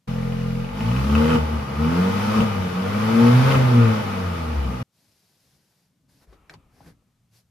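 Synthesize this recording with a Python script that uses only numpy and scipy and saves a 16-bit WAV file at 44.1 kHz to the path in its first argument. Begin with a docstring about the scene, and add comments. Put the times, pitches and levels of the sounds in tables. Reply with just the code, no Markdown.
"""In a tiled showroom, a turbocharged four-cylinder car is heard from behind its tailpipes.
It idles fast, is revved three times, each time higher, and sinks back. Every firing sends a pulse
of gas through the exhaust, so the pipes boom and ring and the thin heat shields rattle.
Then the scene jumps into the quiet cabin: a hand strokes the roof lining and unclips the sun visor."""
import sys
import numpy as np
from scipy import signal
from scipy.fft import rfft, irfft
from scipy.io import wavfile
from scipy.ndimage import uniform_filter1d, map_coordinates

SR = 44100
rng = np.random.default_rng(int(sys.argv[2]) if len(sys.argv) > 2 else 0)


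def master(y):
    """Save y as 16-bit WAV."""
    cut = np.clip(np.atleast_2d(y).T, -1, 1)
    pcm = np.round(cut * 32767)  # scale
    wavfile.write(sys.argv[1], SR, pcm.astype(np.int16))


N = 330750
T = np.arange(N) / SR
HZ = np.fft.rfftfreq(N, 1 / SR)

# How much the engine is idling, from 0 to 1: time_s, idle_share
IDLE_SHARE = [(.58,0.86),(.66,0.47),(.72,0.1)]
# The tone of a knock on the tailpipes: pitch_hz, level_db
KNOCK_TONE = [(400,-23.5),(850,-12.5),(1080,1.5),(1270,2),(1460,-5.5),(1700,-20),(2500,-31),(6000,-63)]
# The tone of the rattling heat shields: pitch_hz, level_db
RATTLE_TONE = [(900,-23),(1800,-3.5),(2350,-3.5),(2600,-1),(2980,-3),(3130,-4.5),(3400,-16.5),(5300,-22.5),(8000,-26.5),(14000,-41.5)]


def amp(db):
    """Turns decibels into a number to multiply by."""
    return 10 ** (np.asarray(db) / 20)


def unit(x):
    """Scales a signal to an average power of 1."""
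    return x / np.sqrt(np.mean(x ** 2) + 1e-20)


def curve(rows):
    """Joins (time_s, value) points with straight lines."""
    return np.interp(T, *np.transpose(rows))


def shape(points):
    """Joins (pitch_hz, level_db) points into a gain for every frequency."""
    hz, db = np.transpose(points)
    return amp(np.interp(np.log(HZ + 1), np.log(hz + 1), db))


def colour(x, response):
    """Filters a signal by a response given at every frequency."""
    return irfft(rfft(x) * response, N)


def noise(gain):
    """Noise of power 1, with its tone set by this gain."""
    return unit(colour(rng.standard_normal(N), gain))


def wander(rate_hz):
    """A smooth random wobble, up to about this fast."""
    return noise(np.exp(-(HZ / rate_hz) ** 2))


def burst(start_s, rise_s, decay_s):
    """A level that rises to 1 and dies away."""
    envelope, live = np.zeros(N), (T > start_s) & (T < start_s + 20 * decay_s)
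    t = T[live] - start_s
    envelope[live] = (1 - np.exp(-t / rise_s)) * np.exp(-t / decay_s)
    return envelope / envelope.max()


def swell(rows):
    """Smooth humps of level from (time_s, level_db, width_s) rows."""
    return sum(amp(db) * np.exp(-.5 * ((T - s) / width) ** 2) for s, db, width in rows)


def buzz(cycles, harmonics):
    """Narrow pulses, made by adding harmonics: tones at multiples of one rate."""
    step = np.exp(2j * np.pi * cycles)
    return (np.exp(2j * np.pi * harmonics[0] * cycles) * np.polyval(np.ones(len(harmonics)), step)).real


def echoes(fade_s, gap_s=0.004):
    """A filter of dense echoes that fall by 60 dB in fade_s, equally strong from bass to treble."""
    response = rfft(rng.standard_normal(N) * amp(-60 * T / fade_s) * (T > gap_s))
    return response / np.sqrt(uniform_filter1d(abs(response) ** 2, size=400))


def cabin_air():
    """The faint, steady hush inside the car."""
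    # The tone of the hush: pitch_hz, level_db
    air_tone = [(25,-25.5),(60,-11.5),(115,-0.5),(190,1.5),(300,-15),(600,-18.5),(2000,-24),(6000,-25),(14000,-31.5)]
    return amp(-71.5) * noise(shape(air_tone))


def distant_rumble(start_s=6.273, thump_hz=54, roll_hz=62, drone_s=7.1, drone_hz=115):
    """A dull distant thump echoes and leaves a faint ring; later a low drone swells."""
    # The ring after the thump: pitch_hz, level_db
    tail_tone = [(200,-1),(500,-5),(900,-7),(1100,-5.5),(1300,-2),(1550,-16),(2500,-12.5),(5000,-31)]
    thump = amp(-49) * burst(start_s, 0.031, 0.044) * np.sin(2 * np.pi * thump_hz * (T - start_s))
    roll = amp(-61.5) * burst(start_s, 0.0072, 0.49) * noise(1 / (1 + ((HZ - roll_hz) / 30) ** 4))
    tail = amp(-64) * burst(start_s, 0.18, 0.27) * noise(shape(tail_tone))
    drone = amp(-64) * burst(drone_s, 0.26, 0.42) * noise(1 / (1 + ((HZ - drone_hz) / 12) ** 2))
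    return thump + roll + tail + drone


def hand():
    """Skin drags over the woven lining, and the padded visor rubs and bumps as it swings."""
    # Strokes over the lining and visor: start_s, end_s, swish_db, fade_s, rub_db
    strokes = [(4.944,5.569,-67,0.034,-76),(5.566,5.875,-70,0.055,-76.5),(6.088,6.253,-67,0.0067,-73.5),(6.212,6.248,-81,.01,-67),(6.274,6.365,-72,0.018,-65.5),(6.499,6.55,-65,0.0054,-54.5),(6.732,6.85,-66.5,0.038,-64.5),(6.858,6.903,-57.5,0.029,-54),(7.33,7.408,-61.5,0.021,-71)]
    # Soft bumps of the hand and visor: time_s, level_db, width_s
    bumps = [(5.09,-70,0.057),(5.52,-66,0.067),(6.17,-62.5,0.17),(6.57,-54,0.025),(6.8,-62.5,0.2),(6.885,-52.5,0.04)]
    # The tones of the low rub, the high swish and the bumps: pitch_hz, level_db
    rub_tone = [(180,-37),(300,0),(500,-1.5),(750,-3.5),(1050,-6.5),(1320,-11),(1550,-5.5),(2200,-13),(3500,-28),(7000,-62)]
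    swish_tone = [(1180, -21), (2000, -11.5), (2450, -9.5), (3150, -10.5), (4870, -4.5), (8000, -13.5),
                  (11800, -9.5), (13800, -18), (14900, -9.5)]
    bump_tone = [(25,-21),(60,-14),(110,-6),(165,-10),(210,-16),(270,-12),(380,-30.5),(600,-32),(1500,-67)]
    swish, rub = np.zeros((2, N))
    for start_s, end_s, swish_db, fade_s, rub_db in strokes:
        stroke = (np.tanh((T - start_s) / fade_s) - np.tanh((T - end_s) / fade_s)) / 2
        swish += amp(swish_db) * stroke
        rub += amp(rub_db) * stroke
    grain = amp(0.7 * wander(240))
    friction = rub * noise(shape(rub_tone)) + swish * noise(shape(swish_tone))
    return grain * friction + amp(-1) * swell(bumps) * noise(shape(bump_tone))


def visor(ring_s=0.0063, thud_hz=160):
    """The plastic clip snaps, the hollow visor knocks, and the roof lining answers with a soft thud."""
    # Clicks of the visor and clip: start_s, level_db, pitch_hz, decay_s, tick_vs_ring_db, thud_db
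    clicks = [(6.273,-53,397,.0049,-20,-58),(6.326,-48.5,375,0.018,-17,-62),(6.329,-60,1110,0.015,-11,-70),(6.342,-62,610,.008,-14,-64),(6.496,-35.5,1810,0.0026,-9,-54),(6.4958,-43.5,2280,0.0034,-18,-70),(6.4995,-50,3930,.0036,-2,-70),(6.509,-56,2270,.005,-1,-70),(6.5385,-45,4500,0.0017,-18,-70),(6.540,-40.5,880,0.01,-11.5,-48),(6.8055,-48.5,820,.009,-18,-55),(6.82,-54,603,.009,-20,-62),(6.859,-60,1970,0.023,-14,-43),(6.869,-49,402,.018,-19,-52),(7.023,-64,597,.008,-24,-75)]
    out, tick = np.zeros(N), noise(1 / (1 + (HZ / 5800) ** 4))
    for start_s, db, hz, decay_s, tick_db, thud_db in clicks:
        live = (T > start_s) & (T < start_s + .5)
        t = T[live] - start_s
        band = signal.iirpeak(hz, Q=3.3, fs=SR)
        grit = unit(signal.lfilter(*band, signal.lfilter(*band, rng.standard_normal(SR))))[-len(t):]
        ring = np.sin(2 * np.pi * hz * t) * np.exp(-t / ring_s) + 0.54 * grit
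        out[live] += amp(db) * burst(start_s, 0.00011, decay_s)[live] * (ring + amp(tick_db) * tick[live])
        out[live] += amp(thud_db) * burst(start_s, 0.015, 0.019)[live] * np.sin(2 * np.pi * thud_hz * t)
    return out


def cabin():
    """Close sounds in the padded cabin, with very short echoes, a little louder on the left."""
    middle = hand() + cabin_air() + visor() + distant_rumble()
    side = amp(-5) * colour(middle, echoes(0.037) * HZ / (HZ + 300))
    return np.array([(middle + side) * amp(1), (middle - side) * amp(-1)])


def showroom(x, early_s=0.12, late_s=0.21):
    """The floor and nearby cars echo at once, glass and tiles later; the bass stays in the middle."""
    # How wide the room sounds: pitch_hz, side_vs_middle_db
    room_width = [(60, -26), (99, -10.5), (160, -13.5), (270, -14), (440, 1.5), (730, 4.5), (1200, 2.5),
                  (1970, 1), (3240, 2.5), (5330, 2.5), (8780, 8), (11500, -12.5), (14500, 0)]
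    # How far the sound leans left: pitch_hz, left_vs_right_db
    room_lean = [(60, 1.5), (99, 3), (160, -1.5), (270, 2), (440, 1), (730, 1), (1200, 1), (1970, 0.5),
                 (3240, 4), (5330, 7), (8780, -1), (14500, 0.5)]
    width, lean = shape(room_width), np.sqrt(shape(room_lean))
    middle = x + amp(-8) * colour(x, echoes(late_s) * np.sqrt(width))
    side = colour(x, width * (amp(-11) * echoes(early_s, gap_s=0.00055) + amp(-3) * echoes(late_s)))
    return np.array([colour(middle + side, lean), colour(middle - side, 1 / lean)])


def throttle(lift_s=0.021):
    """Extra gas flow in dB: it builds while the pedal is down and dies when the foot lifts."""
    # Presses of the pedal: down_s, up_s, depth_db, build_s
    presses = [(0.713,1.357,5,0.096),(1.677,2.39,3,0.27),(2.748,3.544,3,.5)]
    return sum(db * np.clip((T - down) / build, 0, 1) * np.exp(-np.maximum(T - up, 0) / lift_s)
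               for down, up, db, build in presses)


def metal_rings(hz):
    """The tailpipes and heat shields ring at narrow pitches, which waver and climb with hotter gas."""
    # The rings of the metal: pitch_hz, width_hz, level_db
    peaks = [(612,50,-4),(863,26,2.5),(1060,40,4.5),(1215,42,7),(1255,36,6.5),(1428,26,4),(2005,60,1),(2320,70,1.5),(2540,66,2.5),(2946,59,5.5)]
    power = sum(amp(db) ** 2 / (1 + (2 * (HZ - pitch) / width) ** 2) for pitch, width, db in peaks)
    pitch_rise = .02 * np.log2(hz / 90) + .005 * throttle() + .009 * wander(9)
    return np.sqrt(0.75 + power), np.cumsum(1 + pitch_rise)


def ringing(tone, rings):
    """Noise ringing in the metal, played faster or slower so that all its pitches glide together."""
    gain, read_position = rings
    return map_coordinates(noise(shape(tone) * gain), [read_position], order=2, mode="mirror")


def exhaust_pipe():
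    """The pipes and silencer as a filter that rings at fixed pitches."""
    # The rings of the exhaust: pitch_hz, width_hz, level_db
    peaks = [(73.8,130,-9.5),(124,110,1),(167,29,-1.5),(236.5,31,6),(284,53,-24),(356,39,-16),(390,11,-26),(454,86,-12),(468.7,62,-9),(529,6.3,-7.5),(573,75,-28.5),(724,31,-31),(860,39,-24.5),(1200,250,-25)]
    power = sum(amp(db) ** 2 / (1 + ((HZ - hz) / (0.45 * width)) ** 2) ** 2 for hz, width, db in peaks)
    # These steps make the pipe ring only after a pulse, never before it.
    cepstrum = irfft(np.log(np.maximum(np.sqrt(power), 1e-5)), N)
    cepstrum[1:N // 2] *= 2
    cepstrum[N // 2 + 1:] = 0
    return np.exp(rfft(cepstrum))


def gas(cycles, hz, load, rings):
    """Gas flow grows with speed and throttle: a rush that puffs at each firing, and a steadier hiss."""
    # The tones of the rush and the hiss: pitch_hz, level_db
    rush_tone = [(330,-15),(540,-2.5),(740,-3.5),(860,-2),(980,-5),(1120,-8),(1280,-6),(1480,-5.5),(1700,-8.5),(2100,-9.5),(2750,-14.5),(3080,-16),(3350,-15.5),(4500,-26.5),(7000,-58.5)]
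    hiss_tone = [(2500,-12.5),(3600,0),(5200,-1.5),(6200,-6),(8000,-14),(9200,-10.5),(12500,-8.5),(14000,-15.5),(15000,-22.5)]
    octaves, flow_db, idling = np.log2(hz / 90), throttle(), curve(IDLE_SHARE)
    rush = amp(-34 + 2.5 * idling + 6 * octaves + 0.27 * flow_db) * load ** 0.2
    hiss = amp(-49.5 + 5 * idling + 6.5 * octaves + 0.98 * flow_db) * load ** 0.097
    puffs = 1 + 0.054 * np.cos(2 * np.pi * cycles)
    return rush * puffs * ringing(rush_tone, rings) + hiss * noise(shape(hiss_tone))


def churn(hz, load, pipe, low_cut_hz=90):
    """Swirling gas rings the exhaust, more with speed and load."""
    level = amp(-31 - 3 * curve(IDLE_SHARE)) * (hz / 90) ** 0.66 * load ** .15
    return level * noise(abs(pipe) ** .75 * HZ ** 2 / (HZ ** 2 + low_cut_hz ** 2))


def burbles():
    """The fuel burns raggedly for a moment as the throttle shuts or catches."""
    # The ragged moments: time_s, level_db, width_s
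    moments = [(1.375,-27.5,.035),(1.6,-34.5,.043),(2.416,-21.5,.023),(2.67,-32,.048),(3.562,-21,.028),(4.699,-31,.041)]
    # Their low tone: pitch_hz, level_db
    burble_tone = [(25,-26),(50,-3),(80,-5),(180,2.5),(250,-2),(300,-19),(480,-10.5),(700,-19),(2000,-49)]
    return swell(moments) * noise(shape(burble_tone))


def rasp(cycles, hz, load, rings, decay_s=.0032, spread_db=2, alternate_db=3):
    """Firings rattle the heat shields, every second one harder; on wide throttle they knock the pipes."""
    octaves, flow_db = np.log2(hz / 90), throttle()
    count, age = cycles.astype(int), (cycles % 1) / hz / decay_s
    chance = np.clip(rng.standard_normal(N), -2, 2)[count]
    sizes = amp(spread_db * chance + alternate_db * (-1.) ** count)
    blows = unit(sizes * np.sqrt(age) * np.exp(-age))
    rattle = amp(-51.5 + 2 * octaves + .9 * flow_db + 4.5 * curve(IDLE_SHARE))
    knock = amp(-45 + 2.2 * (flow_db - flow_db.max())) * load ** 0.61
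    return blows * (rattle * ringing(RATTLE_TONE, rings) + knock * ringing(KNOCK_TONE, rings))


def cracks(rings):
    """Now and then a hard firing knocks the tailpipes and rattles the thin metal around them."""
    # The hardest firings: start_s, level_db, brightness_db
    hard_firings = [(0.806,-37.5,0.5),(0.86,-36,-0.5),(0.912,-33.5,-1.5),(.9633,-32,0.5),(.9928,-35,0),(1.096,-28,-12),(1.1515,-21,-6.5),(1.179,-29.5,-6),(1.191,-24,-10.5),(1.204,-28,-13.5),(1.216,-23,-14.5),(1.2434,-21,-12),(1.255,-29.5,-2.5),(1.28,-29.5,-3.5),(1.294,-20.5,-13),(1.3034,-23,-5),(1.316,-21.5,-11.5),(1.331,-25.5,-7.5),(1.3454,-19,-13.5),(1.354,-27.5,-5.5),(2.3299,-23,-19),(2.3409,-17.5,-18.5),(2.3495,-23.5,-21.5),(2.3669,-19,-20.5),(2.377,-20.5,-15),(2.4052,-25,-4.5),(3.4532,-19.5,-15.5),(3.505,-20,-11.5),(3.512,-23.5,-5),(3.521,-20,-7),(3.545,-23.5,-8),(3.553,-28,-5)]
    knock, rattle = np.zeros((2, N))
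    for start_s, db, brightness_db in hard_firings:
        blow = amp(db) * burst(start_s, rise_s=0.00087, decay_s=0.0028)
        knock += amp(-4) * blow
        rattle += amp(1.5 + brightness_db) * blow
    return knock * ringing(KNOCK_TONE, rings) + rattle * ringing(RATTLE_TONE, rings)


def snarl(cycles, load):
    """The firing buzz sweeps through the high rings of the tailpipes and gives revs a metallic edge."""
    # The tone of the buzz as it leaves the pipes: pitch_hz, level_db
    snarl_tone = [(450,-37),(620,-18.5),(770,-18.5),(850,1),(910,0.5),(980,-15),(1100,-1.5),(1200,1.5),(1290,0.5),(1370,-9),(1450,-2),(1600,-19),(2400,-23.5)]
    pulses = buzz((cycles + 0.0035 * wander(30)) / 2, np.arange(11, 42))
    tailpipes = shape(snarl_tone) * echoes(.07, gap_s=0)
    return amp(-34) * load ** .5 * (1 - curve(IDLE_SHARE)) * unit(colour(pulses, tailpipes))


def boom(cycles, hz, load, pipe_phase, waver_db=2):
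    """A deep boom at the firing rate; the next three harmonics swell with load and silencer rings."""
    # The deepest tone of the tailpipes: time_s, level_db
    deep_boom = [(.7,-36),(.9,-29.5),(1.07,-24.5),(1.22,-23),(1.3,-30),(1.45,-25.5),(1.56,-23),(1.69,-48.5),(1.8,-25),(1.95,-31.5),(2.15,-27.5),(2.35,-29.5),(2.62,-29),(2.78,-36.5),(2.88,-30),(3.05,-27),(3.17,-31.5),(3.3,-15.5),(3.52,-15.5),(3.68,-17),(3.8,-11),(3.95,-30),(4.08,-34.5),(4.25,-27),(4.42,-33),(4.6,-21),(4.72,-29.5),(4.83,-46.5)]
    # How the silencer boosts or cuts each pitch: pitch_hz, gain_db
    silencer_tone = [(90,10.5),(106,4.5),(120,18),(132,15.5),(143,5.5),(158,7),(185,12.5),(200,6),(238,8),(255,3.5),(280,-9),(320,-19.5),(360,-9.5),(420,-19),(478,-6.5),(505,-19),(535,-13.5),(570,-18.5)]
    # Harmonics 2, 3 and 4: level_db, growth_db_per_load_db
    harmonics = [(-27.5,0.85),(-23,1.02),(-21,1.17)]
    silencer, levels = shape(silencer_tone), [amp(curve(deep_boom))]
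    for k, (db, growth) in enumerate(harmonics, 2):
        levels.append(amp(db) * load ** growth * np.interp(k * hz, HZ, silencer))
    drone = np.zeros(N)
    for k, level in enumerate(levels, 1):
        # The silencer spreads each pulse out in time, so the harmonics merge into a drone.
        phase = 2 * np.pi * (k * cycles - .13 * k ** 2) + np.interp(k * hz, HZ, pipe_phase)
        drone += level * amp(waver_db * wander(12)) * np.cos(phase)
    return drone


def putter(cycles, hz, pipe_phase):
    """At idle, the pipe delays each harmonic of the firing rate, and together they make a short chug."""
    # Harmonics 1, 2, 3 and so on: level_db
    harmonics = [-10,-9,0,-1.5,-3,-20,-28.5,-37,-35,-22,-14.5,-24.5,-31,-31.5,-35.5,-34.5,-33,-35.5,-30.5]
    return sum(amp(db - 28) * np.cos(2 * np.pi * k * cycles + 0.71 * np.interp(k * hz, HZ, pipe_phase))
               for k, db in enumerate(harmonics, 1))


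def firing(cycles, hz, load, pipe):
    """The cylinders fire into the exhaust: a putter at idle, a boom and sharp pulses when revved."""
    idling, pipe_phase = curve(IDLE_SHARE), np.unwrap(np.angle(pipe))
    jittered = cycles + .008 * wander(60)  # no two firings are alike
    upper = buzz(jittered, np.arange(5, 26)) * (1 + 0.29 * wander(84))
    uneven = amp(-18) * buzz(jittered, np.arange(1.5, 12))  # unequal cylinders add in-between tones
    pulses = amp(-20) * (1 - idling) * load ** 1.4 * (upper + uneven)
    low = idling * putter(cycles, hz, pipe_phase) + (1 - idling) * boom(cycles, hz, load, pipe_phase)
    tremble = 1 + .04 * wander(32)
    return np.sqrt(2) * (low * tremble + colour(pulses, pipe))


def engine(start_s=.076, end_s=4.828):
    """Engine speed and load (how hard it works) drive the pulses and the gas flow."""
    # The speed of the engine: time_s, firing_rate_hz
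    speed = [(.08,43.56),(.61,43.18),(.75,48.92),(1.02,67.5),(1.29,80.76),(1.43,75.8),(1.53,75.5),(1.69,67.3),(1.88,81.88),(2.05,93.2),(2.34,107.7),(2.43,111.1),(2.52,100.2),(2.65,90.8),(2.77,90.58),(3.12,113.4),(3.3,121.3),(3.5,135.7),(3.57,132.1),(3.68,124.7),(3.88,112),(4.2,93.2),(4.48,78.74),(4.68,63.96),(4.83,60.26)]
    # The strength of the exhaust pulses: time_s, level_db
    effort = [(.7,-26.5),(.8,-13),(.92,-11.5),(1.05,-12),(1.2,-2),(1.36,0.5),(1.39,-11),(1.55,-16),(1.68,-23),(1.85,-5.5),(2.06,-4.5),(2.14,-7.5),(2.38,-1.5),(2.45,-8),(2.72,-15),(3.02,-4.5),(3.25,4),(3.4,0.5),(3.52,6.5),(3.6,-2),(3.8,-1),(3.9,-2.5),(4.02,-11),(4.3,-17),(4.6,-22.5),(4.83,-25)]
    hz, load = curve(speed), amp(curve(effort))
    pipe, rings = exhaust_pipe(), metal_rings(hz)
    cycles = np.cumsum(hz * (1 + .002 * wander(40))) / SR  # counts the firings
    sound = firing(cycles, hz, load, pipe) + snarl(cycles, load) + churn(hz, load, pipe) + burbles()
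    sound += gas(cycles, hz, load, rings) + rasp(cycles, hz, load, rings) + cracks(rings)
    heard = uniform_filter1d(((T > start_s) & (T < end_s)) * 1., size=300)
    return showroom(sound) * heard


def scene():
    """The engine outside, then the cabin."""
    return engine() + cabin()


def record(dry, cutoff_hz=14500):
    """Cuts off the highest treble steeply."""
    low_pass = signal.firwin(511, cutoff_hz, window=("kaiser", 9), fs=SR)
    return signal.oaconvolve(dry, low_pass[None], "same")


dry = scene()
out = record(dry)
master(out)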